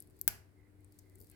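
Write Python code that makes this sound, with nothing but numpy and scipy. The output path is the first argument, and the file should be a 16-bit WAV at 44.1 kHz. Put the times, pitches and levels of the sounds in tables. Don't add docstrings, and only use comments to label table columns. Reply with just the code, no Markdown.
import sys
import numpy as np
from scipy import signal
from scipy.fft import rfft, irfft, next_fast_len
from scipy.io import wavfile

SR = 44100
rng = np.random.default_rng(int(sys.argv[2]) if len(sys.argv) > 2 else 0)


def store_pcm(level_fs):
    pcm = np.round(np.clip(level_fs, -1, 1) * 32767).astype(np.int16)
    wavfile.write(sys.argv[1], SR, np.atleast_2d(pcm).T)


N = 59535

# (s, energy dB, left-right dB, ring Hz, ring dB, husk resonance dB)
TICKS = [(.0036, -20.5, 16.5, 10420, 17.5, -5), (0.0234, -28.5, 13.5, 12500, 12, 6.5), (.0733, -41, 12, 10700, 15, 10), (.1000, -46, 12, 10700, 8, 3),
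         (.1072, -52.5, 1, 9200, 7, 13), (0.1661, -52.5, -1.5, 10200, 10, 5), (.1904, -40, 23, 11500, 4, -5), (0.1945, -42, 10, 13200, 26, -7),
         (0.2137, -8.5, 17.5, 13000, 11.5, 1.5), (0.8066, -49.5, 12.5, 10120, 2, -7),
         (0.8461, -36.5, 14, 8750, 18, -4), (.9229, -42, 6.5, 10970, 4.5, 15), (.9888, -32.5, 17, 11540, -1, 2), (.9910, -37, 3.5, 6000, 12.5, 1.5),
         (1.0982, -42, 18, 9850, -2, 4), (1.1522, -46.5, 2.5, 11500, 20, 2), (1.1563, -36, 14.5, 8070, 9.5, -7),
         (1.1851, -44, 7, 10400, 6, -5), (1.191, -44, 9, 11100, 13, -11), (1.2004, -41, 19, 10700, 4, 7.5), (1.2039, -31.5, 10, 14000, 12, 3),
         (1.214, -33, 10, 13700, 8, 13), (1.2230, -45, -3, 11500, 8, 0), (1.2359, -40, 14, 11600, 10, 2), (1.244, -46, 0, 11900, 7, 10),
         (1.2711, -39.5, 19, 9200, 1, 3), (1.2994, -32.5, 13.5, 10400, 8, -3), (1.3142, -36, 17, 10700, 9, 1), (1.3160, -41.5, 4.5, 11300, 8.5, 2)]
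# (Hz, dB)
TICK_COLOUR = [(300, -22.5), (1200, -22), (2500, -30), (3700, -17), (4900, -5), (6200, -6), (8000, 3.5), (12000, 3.5), (15300, 3), (16800, -6)]
TICK_SCATTER_DB, TICK_ROOM_DB, TICK_SCATTER_PAN_DB = 4, -6.5, 3.5
# (s, energy dB, left-right dB)
SNAP = [(0.2779, -4.5, 19), (0.2782, 8.5, 15.5), (0.28, -6, 2.5), (0.2785, -5.5, 7.5)]
SNAP_COLOUR = [(60, -24), (250, -13.5), (700, -24.5), (1100, -27.5), (1600, -11.5), (4000, -8), (6500, -7), (8400, -1), (13300, -4), (15400, 9.5), (16800, 5)]
# (Hz, dB, t60 s, left-right dB)
SHELL = [(110, -56.5, 0.2, 19.5), (274, -57, 0.023, 8), (838, -48.5, 0.033, 5.5), (1483, -41, 0.022, -8), (1570, -43, 0.034, -3.5),
         (2056, -39.5, .018, -1), (2942, -42, 0.015, -5), (3370, -42.5, 0.017, 4.5), (5580, -34.5, 0.0096, -4.5), (8230, -37.5, 0.01, 7.5), (12450, -38, 0.027, 4)]
# (Hz, dB)
SCATTER_COLOUR = [(200, -8), (1000, -10), (1700, 1), (3000, -4.5), (4000, -5.5), (5400, -0.5), (7000, -1), (12500, 7), (16000, 3)]
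SNAP_SCATTER_DB, SCATTER_T60_S, SCATTER_DELAY_S, TICK_SCATTER_T60_S = -3, 0.033, 0.00058, 0.02
ROOM_COLOUR = [(80, 9.5), (200, 3), (450, -8), (750, 0), (1150, -3), (1900, 2), (2800, 0.5), (3700, -8.5), (4800, 0.5), (6500, -1.5), (9000, -0.5), (12800, 6), (16000, -3.5)]
ROOM_T60 = [(100, 0.4), (800, 0.45), (2100, 0.37), (5500, 0.32), (14600, 0.21)]   # (Hz, s)
SNAP_ROOM_DB, ROOM_BUILD_S = -13, .005
# (s, dB)
RUB = [(0, -71), (.1, -83.5), (.2, -76), (.45, -85.5), (.78, -88), (.84, -81.5), (.9, -83.5), (.94, -77), (1.02, -79), (1.08, -81), (1.17, -80), (1.22, -77.5), (1.29, -74), (1.35, -77)]
RUB_COLOUR = [(1500, -17.5), (3200, -3), (4400, 4.5), (6000, -2.5), (8500, 0.5), (12000, 0.5), (16000, -4)]
RUB_PAN_DB, GRAINS_PER_S, GRAIN_SPREAD_DB, GRAIN_DB, GRAIN_PAN_DB = 1, 740, 5, -7.5, 9.5
# (s, dB)
HANDLING = [(0, -68), (.12, -66), (.2, -67), (.35, -63.5), (.5, -79.5), (.7, -71), (.82, -69), (.95, -71), (1.08, -69), (1.24, -59.5), (1.3, -76), (1.35, -68)]
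HANDLING_COLOUR = [(25, -8.5), (62, 3.5), (130, -7), (180, -11.5), (400, -3.5), (600, -21), (1200, -39.5), (4000, -64)]
HANDLING_PAN_DB = 2.5
AIR = [(20, -25), (60, -2), (95, -1), (160, -7.5), (350, -12), (520, -18), (1200, -27), (2100, -25.5), (3000, -36.5), (6000, -43), (9000, -36.5), (15500, -42.5)]
AIR_DB, AIR_PAN = -66, [(60, 11), (300, -1), (1000, -2), (3000, -1), (10000, 1)]
HUM = [(96.04, -67, 6.5), (299, -73.5, 3.5), (375, -80.5, -1.5)]   # (Hz, dB, left-right dB)
HUM_WAVER_DB, HUM_WAVER_RAD = 2.5, 0.19
LIKENESS = [(30, 0.41), (80, 0.57), (200, .55), (500, 0.25), (1500, 0), (10000, 0)]   # (Hz, left-right correlation)
CUTOFF_HZ = 16800
SIZE = 2 * next_fast_len(N)
FREQS, TIME = np.arange(SIZE // 2 + 1) * SR / SIZE, np.arange(N) / SR
TICK_RING_DB = None
TICK_RING_WIDTH_HZ, HUSK_HZ, HUSK_WIDTH_HZ = 2600, 4847, 900
FAR_SIDE_LAG_S = .0002
# (s, dB)
SCRAPE = [(1.28, -105), (1.31, -76), (1.33, -71.5), (1.35, -76.5)]
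# (Hz, width Hz, dB)
SCRAPE_RESONANCES = [(1595, 95, 1), (2100, 230, -2.5), (2530, 220, -6), (3000, 490, -11), (4330, 450, -8)]
SLIPS_PER_S, SCRAPE_PAN_DB = 2800, -3.5
# (start s, length s, start Hz, dB, left-right dB)
WHISTLES = [(.555, .145, 2123, -81.5, -9.5), (0.769, 0.064, 2120, -86.5, -8), (1.018, .18, 2130, -82.5, -5.5)]
WHISTLE_SAG_HZ_PER_S, WHISTLE_WIDTH_HZ, WHISTLE_FADE_S = 700, 91, 0.029
# (Hz, width Hz, dB)
ROOM_PEAKS = [(672, 90, 3.5), (832, 70, 6), (1488, 110, 6), (1660, 72, 6.5)]
WALL_S = .0096
WALL_DB = -29


def from_db(db):
    return 10 ** (np.asarray(db) / 20)


def rms_one(x):
    return x / np.sqrt(np.mean(np.abs(x) ** 2) + 1e-20)


def at_hz(points, hz=FREQS):
    f, value = np.transpose(points)
    return np.interp(np.log(np.maximum(hz, 1)), np.log(f), value)


def level(rows):
    return from_db(np.interp(TIME, *np.transpose(rows)))


def pan(db):
    return from_db(np.array([[.5], [-.5]]) * db)


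def causal(db):
    cepstrum = irfft(np.log(from_db(db)))
    cepstrum[1:SIZE // 2] *= 2
    cepstrum[SIZE // 2 + 1:] = 0
    return rms_one(np.exp(rfft(cepstrum)))


def colour(x, db):
    return irfft(rfft(x, SIZE) * causal(db))[..., :N]


def click(s):
    return 1.0 * (np.arange(N) == max(round(s * SR), 0))


def convolve(x, response):
    return signal.fftconvolve(np.atleast_2d(x), response, axes=1)[:, :N]


def drift(rate):
    return rms_one(irfft(rfft(rng.standard_normal(SIZE)) / (1 + (FREQS / rate) ** 2))[:N])


def noise(spectrum, pan_db):
    mid, side = rfft(rng.standard_normal((2, SIZE)))
    alike = np.clip(at_hz(LIKENESS), -1, 1)
    both = np.sqrt(1 + alike) * mid + np.sqrt(1 - alike) * side * [[1], [-1]]
    return rms_one(irfft(both * from_db(at_hz(spectrum)) * pan(pan_db))[:, :N])


def scatter(t60):
    return rms_one(rng.standard_normal((2, N)) * from_db(-60 * TIME / t60) * (TIME > SCATTER_DELAY_S)) / np.sqrt(N)


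def room():
    white, tail = rfft(rng.standard_normal((2, SIZE))), 0
    centres = np.geomspace(100, 16000, 8)
    for hz, share in zip(centres, np.eye(len(centres))):
        band = irfft(white * at_hz(np.column_stack([centres, share])))[:, :N]
        tail = tail + band * from_db(-60 * TIME / at_hz(ROOM_T60, hz))
    return rms_one(tail * (1 - np.exp(-TIME / ROOM_BUILD_S))) / np.sqrt(N)


def ticks(tail):
    out, body = np.zeros((2, N)), at_hz(TICK_COLOUR)
    for s, db, pan_db, hz, ring_db, husk_db in TICKS:
        peaks_db = ring_db * resonance(hz, TICK_RING_WIDTH_HZ) + husk_db * resonance(HUSK_HZ, HUSK_WIDTH_HZ)
        out += colour(click(s), body + peaks_db) * from_db([[db], [db - pan_db]])
    near = convolve(out[1], scatter(TICK_SCATTER_T60_S))
    return out + from_db(TICK_SCATTER_DB) * pan(TICK_SCATTER_PAN_DB) * near + from_db(TICK_ROOM_DB) * convolve(out[1], tail)


def snap(tail):
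    jerks = sum(np.array([click(s), click(s + FAR_SIDE_LAG_S)]) * from_db([[db], [db - pan_db]]) for s, db, pan_db in SNAP)
    crack = colour(jerks, at_hz(SNAP_COLOUR))
    start = SNAP[0][0]
    age = np.maximum(TIME - start, 0)
    shell = sum(pan(pan_db) * from_db(db - 60 * age / t60) * np.sin(2 * np.pi * hz * age) for hz, db, t60, pan_db in SHELL)
    near = from_db(SNAP_SCATTER_DB) * colour(scatter(SCATTER_T60_S), at_hz(SCATTER_COLOUR))
    peaks_db = sum(db * resonance(hz, width_hz) for hz, width_hz, db in ROOM_PEAKS)
    far = from_db(SNAP_ROOM_DB) * colour(tail, at_hz(ROOM_COLOUR) + peaks_db)
    wall = from_db(WALL_DB) * convolve(crack, click(WALL_S)[None])
    return crack + shell + wall + convolve(click(start), near + far)


def fingers():
    sizes = from_db(GRAIN_SPREAD_DB * np.minimum(rng.exponential(1, N), 3)) * rng.choice([-1, 1], N)
    grains = rms_one(colour(sizes * (rng.random(N) < GRAINS_PER_S / SR), at_hz(TICK_COLOUR)))
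    rub = noise(RUB_COLOUR, RUB_PAN_DB) + from_db(GRAIN_DB) * pan(GRAIN_PAN_DB) * grains
    return level(RUB) * rub + level(HANDLING) * noise(HANDLING_COLOUR, HANDLING_PAN_DB)


def background():
    hum = sum(pan(pan_db) * from_db(db + HUM_WAVER_DB * drift(3.9)) * np.sqrt(2)
              * np.sin(2 * np.pi * hz * TIME + HUM_WAVER_RAD * drift(12)) for hz, db, pan_db in HUM)
    return hum + from_db(AIR_DB) * noise(AIR, at_hz(AIR_PAN))


def resonance(hz, width_hz):
    return 1 / (1 + (2 * (FREQS - hz) / width_hz) ** 2)


def scrape():
    slips = rng.standard_normal((2, N)) * (rng.random(N) < SLIPS_PER_S / SR)
    body = sum(from_db(db) * resonance(hz, width_hz) for hz, width_hz, db in SCRAPE_RESONANCES)
    sound = rms_one(colour(slips, 20 * np.log10(body)))
    return level(SCRAPE) * (TIME > SCRAPE[0][0]) * pan(SCRAPE_PAN_DB) * sound


def whistles():
    out = np.zeros((2, N))
    for s, length, hz, db, pan_db in WHISTLES:
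        age = np.clip(TIME - s, 0, length)
        swell = np.clip(np.minimum(age, length - age) / WHISTLE_FADE_S, 0, 1)
        phase = 2 * np.pi * np.cumsum(hz - WHISTLE_SAG_HZ_PER_S * age) / SR
        tone = drift(WHISTLE_WIDTH_HZ) * np.sin(phase) + drift(WHISTLE_WIDTH_HZ) * np.cos(phase)
        out += pan(pan_db) * from_db(db) * swell * tone
    return out


def scene():
    tail = room()
    return snap(tail) + ticks(tail) + fingers() + background() + scrape() + whistles()


def record(dry):
    return signal.sosfilt(signal.ellip(12, .1, 80, CUTOFF_HZ, fs=SR, output="sos"), dry)


dry = scene()
out = record(dry)
store_pcm(out)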